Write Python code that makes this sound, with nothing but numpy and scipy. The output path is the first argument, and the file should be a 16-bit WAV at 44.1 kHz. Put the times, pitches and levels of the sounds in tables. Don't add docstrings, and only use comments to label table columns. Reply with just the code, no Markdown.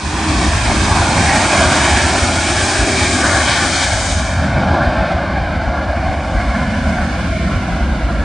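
import sys
import numpy as np
from scipy import signal
from scipy.fft import rfft, irfft
from scipy.io import wavfile
from scipy.ndimage import uniform_filter1d

SR = 44100
rng = np.random.default_rng(int(sys.argv[2]) if len(sys.argv) > 2 else 0)


def transcribe(signal):
    frames = np.atleast_2d(signal).T
    limited = np.clip(frames, -1, 1)
    pcm = np.round(limited * 32767).astype(np.int16)
    wavfile.write(sys.argv[1], SR, pcm)


N = 363384
TIME = np.arange(N) / SR


def gain_of(db):
    return 10 ** (np.asarray(db) / 20)


def unit_rms(x):
    return x / np.sqrt(np.mean(x ** 2) + 1e-20)


def at_times(rows, t):
    times, *columns = np.transpose(rows)
    return [np.interp(t, times, c) for c in columns]


def at_pitches(rows, hz):
    pitches, *columns = np.transpose(rows)
    return [np.interp(np.log(hz + 1), np.log(pitches + 1), c) for c in columns]


def drift(rate_hz):
    hz = np.fft.rfftfreq(N, 1 / SR)
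    return unit_rms(irfft(rfft(rng.standard_normal(N)) * np.exp(-(hz / rate_hz) ** 2), N))


def turbulence(shape):
    return (rng.standard_normal(shape) + 1j * rng.standard_normal(shape)) / np.sqrt(2)


def frame_grid(size):
    hop = size // 4
    return np.arange(N // hop + 5) * hop / SR, np.fft.rfftfreq(size, 1 / SR)


def to_sound(spectra):
    size = 2 * (spectra.shape[-1] - 1)
    _, sound = signal.istft(spectra, nperseg=size, noverlap=size * 3 // 4, time_axis=-2, freq_axis=-1)
    return np.sqrt(3) * sound[..., :N]


def ride_bands(colour, edges, faders, t, hz):
    above = [1 / (1 + (edge / (hz + 1)) ** 12) for edge in edges[1:-1]]
    shares = -np.diff([np.ones_like(hz), *above, np.zeros_like(hz)], axis=0)
    lift_db = 0
    for low, high, share, db in zip(edges, edges[1:], shares, at_times(faders, t)):
        band_db = 10 * np.log10((colour[..., (hz >= low) & (hz < high)] ** 2).sum(-1))
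        lift_db = lift_db + np.outer(uniform_filter1d(db, size=7) - band_db, share)
    return colour * gain_of(lift_db)


def scintillation_db(t, hz, base_db=1, mids_db=1.96, centre_hz=1250, octaves=0.96):
    slow_noise = uniform_filter1d(rng.standard_normal((len(t), len(hz))), size=14, axis=0)
    patches = unit_rms(uniform_filter1d(slow_noise, size=5, axis=1))
    mids = np.exp(-(np.log2((hz + 1) / centre_hz) / octaves) ** 2)
    return patches * (base_db + mids * mids_db)


# (base centre [Hz], width [Hz], base gain [dB])
ECHO_NOTCHES = [(438.6, 116, -20), (942, 270, -4.5), (1251, 130, -10), (1907, 250, -10.5), (2674, 364, -9),
                (3345, 130, -6), (3970, 120, -6.5)]
# (time [s], depth [factor], pitch [factor])
ECHO_SWEEP = [(0, 0.59, 1.1), (.5, 0.69, 1.06), (1.2, 0.78, 1.025), (2.5, 0.92, 1.057), (3.6, 0.83, 1.033),
              (4.3, 1.1, 1.024), (5.6, 1.2, 0.99), (6.7, 1, 0.99), (8.2, 0.9, 0.96)]


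def ground_echo(t, hz, amount=1, wander=0.0096):
    depth, slide = at_times(ECHO_SWEEP, t[:, None])
    jitter = rng.standard_normal((len(ECHO_NOTCHES), len(t), 1))
    bends = unit_rms(uniform_filter1d(uniform_filter1d(jitter, size=22, axis=1), size=14, axis=1))
    notch_db = 0
    for (base_hz, width, db), bend in zip(ECHO_NOTCHES, bends):
        centre_hz = base_hz * slide * (1 + wander * bend)
        notch_db += db / (1 + (2 * (hz - centre_hz) / width) ** 2)
    return gain_of(amount * depth * notch_db)


# (time [s], half-length [s], centre [Hz], half-width [Hz], gain [dB])
# The last row lifts a very faint top hiss above 11 kHz near the end.
BAND_SWELLS = [(0.353, 0.8, 1040, 241, 7), (0.966, 0.056, 1020, 130, 3), (1.31, 0.078, 780, 70, 6),
               (.2, 0.2, 644, 90, -4.5), (0.198, .3, 154, 35, -3), (2.7, 1.28, 177, 44, -11.5),
               (0.802, 0.4, 412, 45, 4), (2.854, 0.29, 388, 34.6, 7.5), (2.992, 0.12, 2290, 300, 6),
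               (3.276, 0.049, 2330, 280, -5), (3.464, 0.13, 1100, 110, 5), (3.7, 0.27, 328, 50, 2),
               (3.8, 0.66, 2640, 230, -6.5), (4.4, 0.28, 332, 70.4, -9.5), (4.778, 0.41, 960, 130, 0.5),
               (5.15, 0.18, 628, 80, 4.5), (5.451, 0.49, 937, 80.5, -8), (5.85, 0.36, 340, 60, 3),
               (6.138, 0.11, 1240, 129, -8), (6.756, 0.23, 324, 34.7, -16), (6.803, 0.34, 220, 39.7, 9.5),
               (7.35, 0.072, 664, 45, 14), (7.4, 0.75, 885, 89.5, -7), (7.55, 0.35, 170, 35, 4),
               (7.3, 0.76, 1950, 160, -4), (2.15, 0.56, 1570, 220, 2), (3.4, 0.11, 1680, 200, 5),
               (7.2, 1.6, 11600, 1200, 27)]


def band_swell_db(t, hz):
    return sum(db * np.exp(-((t[:, None] - when) / length) ** 2 - ((hz - centre) / width) ** 2)
               for when, length, centre, width, db in BAND_SWELLS)


# (time [s], half-length [s], centre [Hz], half-width [octaves], gain [dB])
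WIND_SURGES = [(0.7, 0.024, 840, 0.55, 10), (0.935, 0.073, 900, 0.49, 5.5), (1.21, .04, 170, .6, 4),
               (1.31, .035, 2300, .4, 4), (1.327, 0.04, 774, 0.77, 5), (2.15, 0.022, 750, 0.49, 5.5),
               (3.288, 0.08, 1390, 1, 1), (3.505, 0.052, 3520, 0.68, 5.5), (3.844, 0.13, 3860, 1.15, 5),
               (4.732, 0.026, 755, .35, -1.5), (4.78, 0.024, 1095, 0.21, 4.5), (4.82, 0.035, 1450, 0.3, 6),
               (6.392, 0.027, 1600, 0.44, 7.5), (6.556, 0.015, 1580, 0.43, 7),
               (6.887, 0.029, 745, 0.55, 4.5), (6.997, 0.043, 1100, 1.3, 5.5),
               (7.776, 0.027, 746, 0.63, 3.5), (7.857, 0.036, 200, .7, 3)]


def wind_surge_db(t, hz):
    return sum(db * np.exp(-((t[:, None] - when) / length) ** 2 - (np.log2((hz + 1) / f) / width) ** 2)
               for when, length, f, width, db in WIND_SURGES)


# (frequency [Hz], relative level [dB])
SIDE_ON_EQ = [(35, -20), (115, -3.5), (175, 3.5), (250, -5.5), (700, 4.5), (1050, -0.5), (1600, 0.5),
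              (2350, 1.5), (3000, -8.5), (4700, -11), (6700, -15), (9100, -15), (10300, -32), (11100, -79)]
ASTERN_EQ = [(35, -22), (110, 0.5), (200, 4), (700, -1), (1050, -7), (1600, 1), (2350, -12), (3000, -11),
             (4700, -23), (6700, -18.5), (9100, -41), (10300, -38.5), (11200, -59), (12800, -87)]
ROAR_BANDS = [120, 450, 1300, 2750, 5500, 10000]
# (time [s], plume roar [dB], core [dB], turbine rush [dB], nozzle hiss [dB], fizz [dB])
ROAR_FADERS = [(0.0, -30.5, -32, -32, -32, -37), (0.11, -25.5, -24.5, -27.5, -31, -33.5),
               (0.44, -18.5, -21, -24.5, -25, -28.5), (0.57, -28.5, -24.5, -22, -28.5, -28.5),
               (0.74, -19, -23.5, -23.5, -25.5, -28), (0.92, -20, -20.5, -22.5, -25.5, -27.5),
               (1.12, -20.5, -18, -21.5, -25, -26.5), (1.33, -20.5, -18.5, -19, -24, -24),
               (1.65, -19.5, -15.5, -18, -22.5, -23.5), (1.95, -21, -18.5, -17.5, -22.5, -24),
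               (2.3, -22, -20, -22.5, -24.8, -25.5), (2.72, -22.5, -21, -19.5, -23, -23),
               (2.88, -20, -21.3, -23, -26, -25.5), (3.0, -22, -22.5, -18.5, -22, -24),
               (3.15, -18.5, -22.1, -22.5, -24, -23.5), (3.258, -22, -18, -18, -25.5, -24),
               (3.55, -24.5, -19.5, -18, -23.5, -25.5), (3.7, -22.5, -23.5, -21.5, -25, -25.5),
               (3.92, -30, -21.5, -23.5, -29, -27.5), (4.11, -27.5, -24.5, -26.5, -26.5, -26),
               (4.3, -23.5, -25, -25.5, -33, -33.7), (4.53, -18.5, -21, -24.5, -35, -46),
               (4.79, -19, -16, -24.5, -33.5, -48), (5.1, -22, -19.5, -25.5, -36, -49.5),
               (5.44, -25, -22.5, -27.5, -38, -53), (6.0, -26.5, -22, -28, -39.5, -51),
               (6.3, -25.5, -23, -30, -38, -46.5), (6.65, -20, -23.5, -26, -36, -46),
               (7.0, -20.5, -26.5, -28, -38, -45.5), (7.17, -24, -25, -28, -35.5, -46.5),
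               (7.5, -20, -26.5, -27, -37, -47.5), (8.0, -24.5, -26.5, -30.5, -38.5, -51),
               (8.24, -23.5, -27, -28.5, -38.5, -49)]


def direct_roar(t, hz, astern):
    shimmer_db = scintillation_db(t, hz)
    noise = turbulence(shimmer_db.shape)
    side_on_power = gain_of(at_pitches(SIDE_ON_EQ, hz)[0]) ** 2
    astern_power = gain_of(at_pitches(ASTERN_EQ, hz)[0]) ** 2
    tone = np.sqrt((1 - astern) * side_on_power + astern * astern_power)
    colour = tone * ground_echo(t, hz) * gain_of(band_swell_db(t, hz) + shimmer_db)
    return noise * ride_bands(colour, ROAR_BANDS, ROAR_FADERS, t, hz) * gain_of(wind_surge_db(t, hz))


# (frequency [Hz], relative level [dB])
WASH_EQ = [(40, -17), (100, -10), (170, -12), (290, -5), (450, -4.5), (750, 2), (1500, -0.5), (2300, 0),
           (3200, 0), (5000, 1), (9000, -1), (10300, -10), (11200, -67), (13000, -69)]
WASH_BANDS = [120, 450, 2750, 10000]
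# (time [s], bass [dB], mids [dB], treble [dB])
WASH_FADERS = [(0.0, -43, -36, -37), (0.3, -39, -29, -32), (1.0, -38, -27.5, -29.5), (1.7, -39, -28.5, -28),
               (2.4, -44, -32, -31), (3.5, -49, -33, -27.5), (4.1, -49, -34.5, -30.5),
               (4.7, -40, -45.5, -50), (5.6, -49, -48, -51), (6.2, -44, -45.5, -47), (6.8, -50, -35, -42),
               (7.4, -42, -35, -39.5), (8.24, -53, -38, -45)]


def scattered_roar(t, hz, trim_db=-1.15):
    noise = turbulence((len(t), len(hz)))
    colour = gain_of(at_pitches(WASH_EQ, hz)[0]) * ground_echo(t, hz, amount=0.2)
    return noise * ride_bands(colour, WASH_BANDS, WASH_FADERS, t, hz) * gain_of(trim_db)


# (time [s], crossfade [0 side-on, 1 astern])
TURN_AWAY = [(3.7, 0.41), (4.0, 0.65), (4.25, 0.79), (4.5, 0.72)]
# (frequency [Hz], left minus right [dB], left phase lead [rad])
STEREO_EQ = [(300, 1, 0.03), (700, 1.6, -0.13), (1750, 0.5, 0), (2020, -1, .05), (2600, -0.3, 0.08),
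             (3080, 5.5, -0.1), (3700, 1, 0), (4700, -0.5, -0.35), (5600, 5, -0.45), (6200, 2, 0.14),
             (7500, 3.5, .42), (8300, -5.5, 0), (9000, 2, -0.42), (10300, 1, -.15)]
# (time [s], left minus right [dB])
ROAR_PAN = [(0, -1.5), (2, -1.2), (3.6, 0.3), (4.4, -0.5), (8.2, -1.5)]


def jet(flutter_db=0.56, astern_tilt=0.48):
    t, hz = frame_grid(2048)
    astern = at_times(TURN_AWAY, t)[0][:, None]
    mid = direct_roar(t, hz, astern)
    side = scattered_roar(t, hz)
    tilt_db, lead = at_pitches(STEREO_EQ, hz)
    tilt = gain_of(tilt_db / 2 * (1 - astern + astern * astern_tilt))
    port = tilt * np.exp(0.5j * lead * (1 - astern))
    roar = to_sound(np.array([(mid + side) * port, (mid - side) / port]))
    flutter = gain_of(flutter_db * drift(rate_hz=25))
    pan = gain_of(np.outer([0.5, -0.5], at_times(ROAR_PAN, TIME)[0]))
    return roar * flutter * pan


# (time [s], pitch [Hz], relative level [dB])
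FAN_HUM = [(0, 314, -38), (.2, 313, -25.5), (.47, 312, -22.5), (.58, 313, -55), (.8, 317, -26),
           (1.0, 319, -42), (1.2, 319, -54)]


def fan(trim_db=-1, waver=0.0117, flutter_db=2.5):
    hz, db = at_times(FAN_HUM, TIME)
    cycles = np.cumsum(hz * (1 + waver * drift(rate_hz=11))) / SR
    level = gain_of(trim_db + db + flutter_db * drift(rate_hz=10))
    return np.sqrt(2) * np.sin(2 * np.pi * cycles) * level


# (time [s], relative level [dB])
RUMBLE_BED = [(0.0, -38), (0.1, -23), (0.45, -20), (0.7, -14.5), (1.0, -19.5), (1.4, -24.5), (1.9, -23),
              (2.35, -19), (2.7, -28), (3.1, -21), (3.6, -23), (4.2, -19), (4.6, -19), (5.05, -31),
              (5.35, -19.5), (5.8, -26), (5.97, -18), (6.15, -26), (6.4, -19), (6.8, -25), (7.2, -19),
              (7.6, -21.5), (7.97, -22), (8.15, -18), (8.24, -14)]
# (time [s], length [s], peak level [dB])
RUMBLE_THUMPS = [(0.068, 0.056, -19), (0.147, 0.039, -26), (0.307, 0.069, -16), (0.377, 0.047, -13.6),
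                 (0.48, 0.022, -6), (0.556, 0.02, -11), (0.808, 0.029, -16), (0.918, 0.048, -14),
                 (1.013, 0.037, -12), (1.19, 0.031, -14), (1.263, 0.077, -16), (1.604, 0.033, -14),
                 (1.673, 0.038, -11), (1.824, 0.032, -17), (1.939, 0.063, -12.5), (2.05, 0.043, -14.5),
                 (2.243, 0.073, -15), (2.512, 0.032, -22), (2.574, 0.036, -16.2), (2.632, 0.028, -16.5),
                 (2.815, 0.068, -13.5), (3.03, 0.033, -16.5), (3.278, 0.033, -19), (3.363, 0.1, -20),
                 (3.946, 0.05, -15.9), (4.15, 0.076, -15.5), (4.39, 0.074, -15), (4.555, 0.032, -17),
                 (4.723, 0.036, -11.5), (4.886, 0.041, -11), (5.003, 0.059, -15), (5.151, 0.045, -15),
                 (5.422, 0.061, -19), (5.575, 0.048, -17), (5.69, 0.049, -13.5), (5.79, 0.066, -20),
                 (5.887, 0.053, -14.9), (6.092, 0.05, -13), (6.183, 0.039, -17.0), (6.373, 0.043, -10.5),
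                 (6.492, 0.046, -13), (6.617, 0.036, -20), (6.699, 0.038, -17.8), (6.78, 0.039, -19),
                 (6.87, 0.1, -15.2), (7.022, 0.071, -17.6), (7.316, 0.04, -18), (7.446, 0.046, -14.5),
                 (7.568, 0.042, -13.7), (7.734, 0.034, -15.6), (7.833, 0.054, -13), (7.914, 0.072, -14),
                 (8.045, 0.052, -13)]


def rumble_level(bed_trim_db=-1, throb_db=1):
    bed = gain_of(bed_trim_db + at_times(RUMBLE_BED, TIME)[0] + throb_db * drift(rate_hz=21))
    thump_power = sum(gain_of(db) ** 2 * np.exp(-6 * ((TIME - when) / length) ** 2)
                      for when, length, db in RUMBLE_THUMPS)
    return np.sqrt(bed ** 2 + thump_power)


# (frequency [Hz], relative level [dB])
RUMBLE_EQ = [(10, -37), (22, -28), (31, -26), (43, -7), (55, -3), (73, 2), (90, -3), (110, -8.5),
             (160, -33), (400, -51), (1500, -83)]
# (time [s], centre [Hz], EQ steepness [factor])
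EDDY_SWEEP = [(0, 72, 1.5), (.8, 71.5, 0.63), (1.4, 75, 1.2), (3, 79.5, 1.45), (4.4, 75.4, 0.98),
              (5.2, 70.5, 1.3), (6.0, 69.5, 2.3), (6.6, 63.5, 0.69), (7.5, 63.4, 1), (8.24, 59.4, 2.6)]


def jet_rumble(base_hz=72, side_db=-26, band_hz=(33, 135)):
    t, hz = frame_grid(8192)
    centre_hz, steepness = at_times(EDDY_SWEEP, t[:, None])
    colour = gain_of(steepness * at_pitches(RUMBLE_EQ, hz * base_hz / centre_hz)[0])
    mid, side = to_sound(colour * turbulence((2, *colour.shape)))
    rumble = mid + np.outer([1, -1], side) * gain_of(side_db)
    power = uniform_filter1d(uniform_filter1d(mid ** 2, size=1700), size=1100)
    thumps = rumble * rumble_level() / np.sqrt(power + 1e-12)
    return signal.sosfiltfilt(signal.butter(2, band_hz, "bandpass", fs=SR, output="sos"), thumps)


def scene():
    return jet() + fan() + jet_rumble()


def record(dry):
    rounded = dry / (1 + abs(dry) ** 24) ** (1 / 24)
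    high_cut = signal.firwin(401, 13000, window=("kaiser", 9), fs=SR)
    return signal.oaconvolve(rounded, high_cut[None], "same")


dry = scene()
out = record(dry)
transcribe(out)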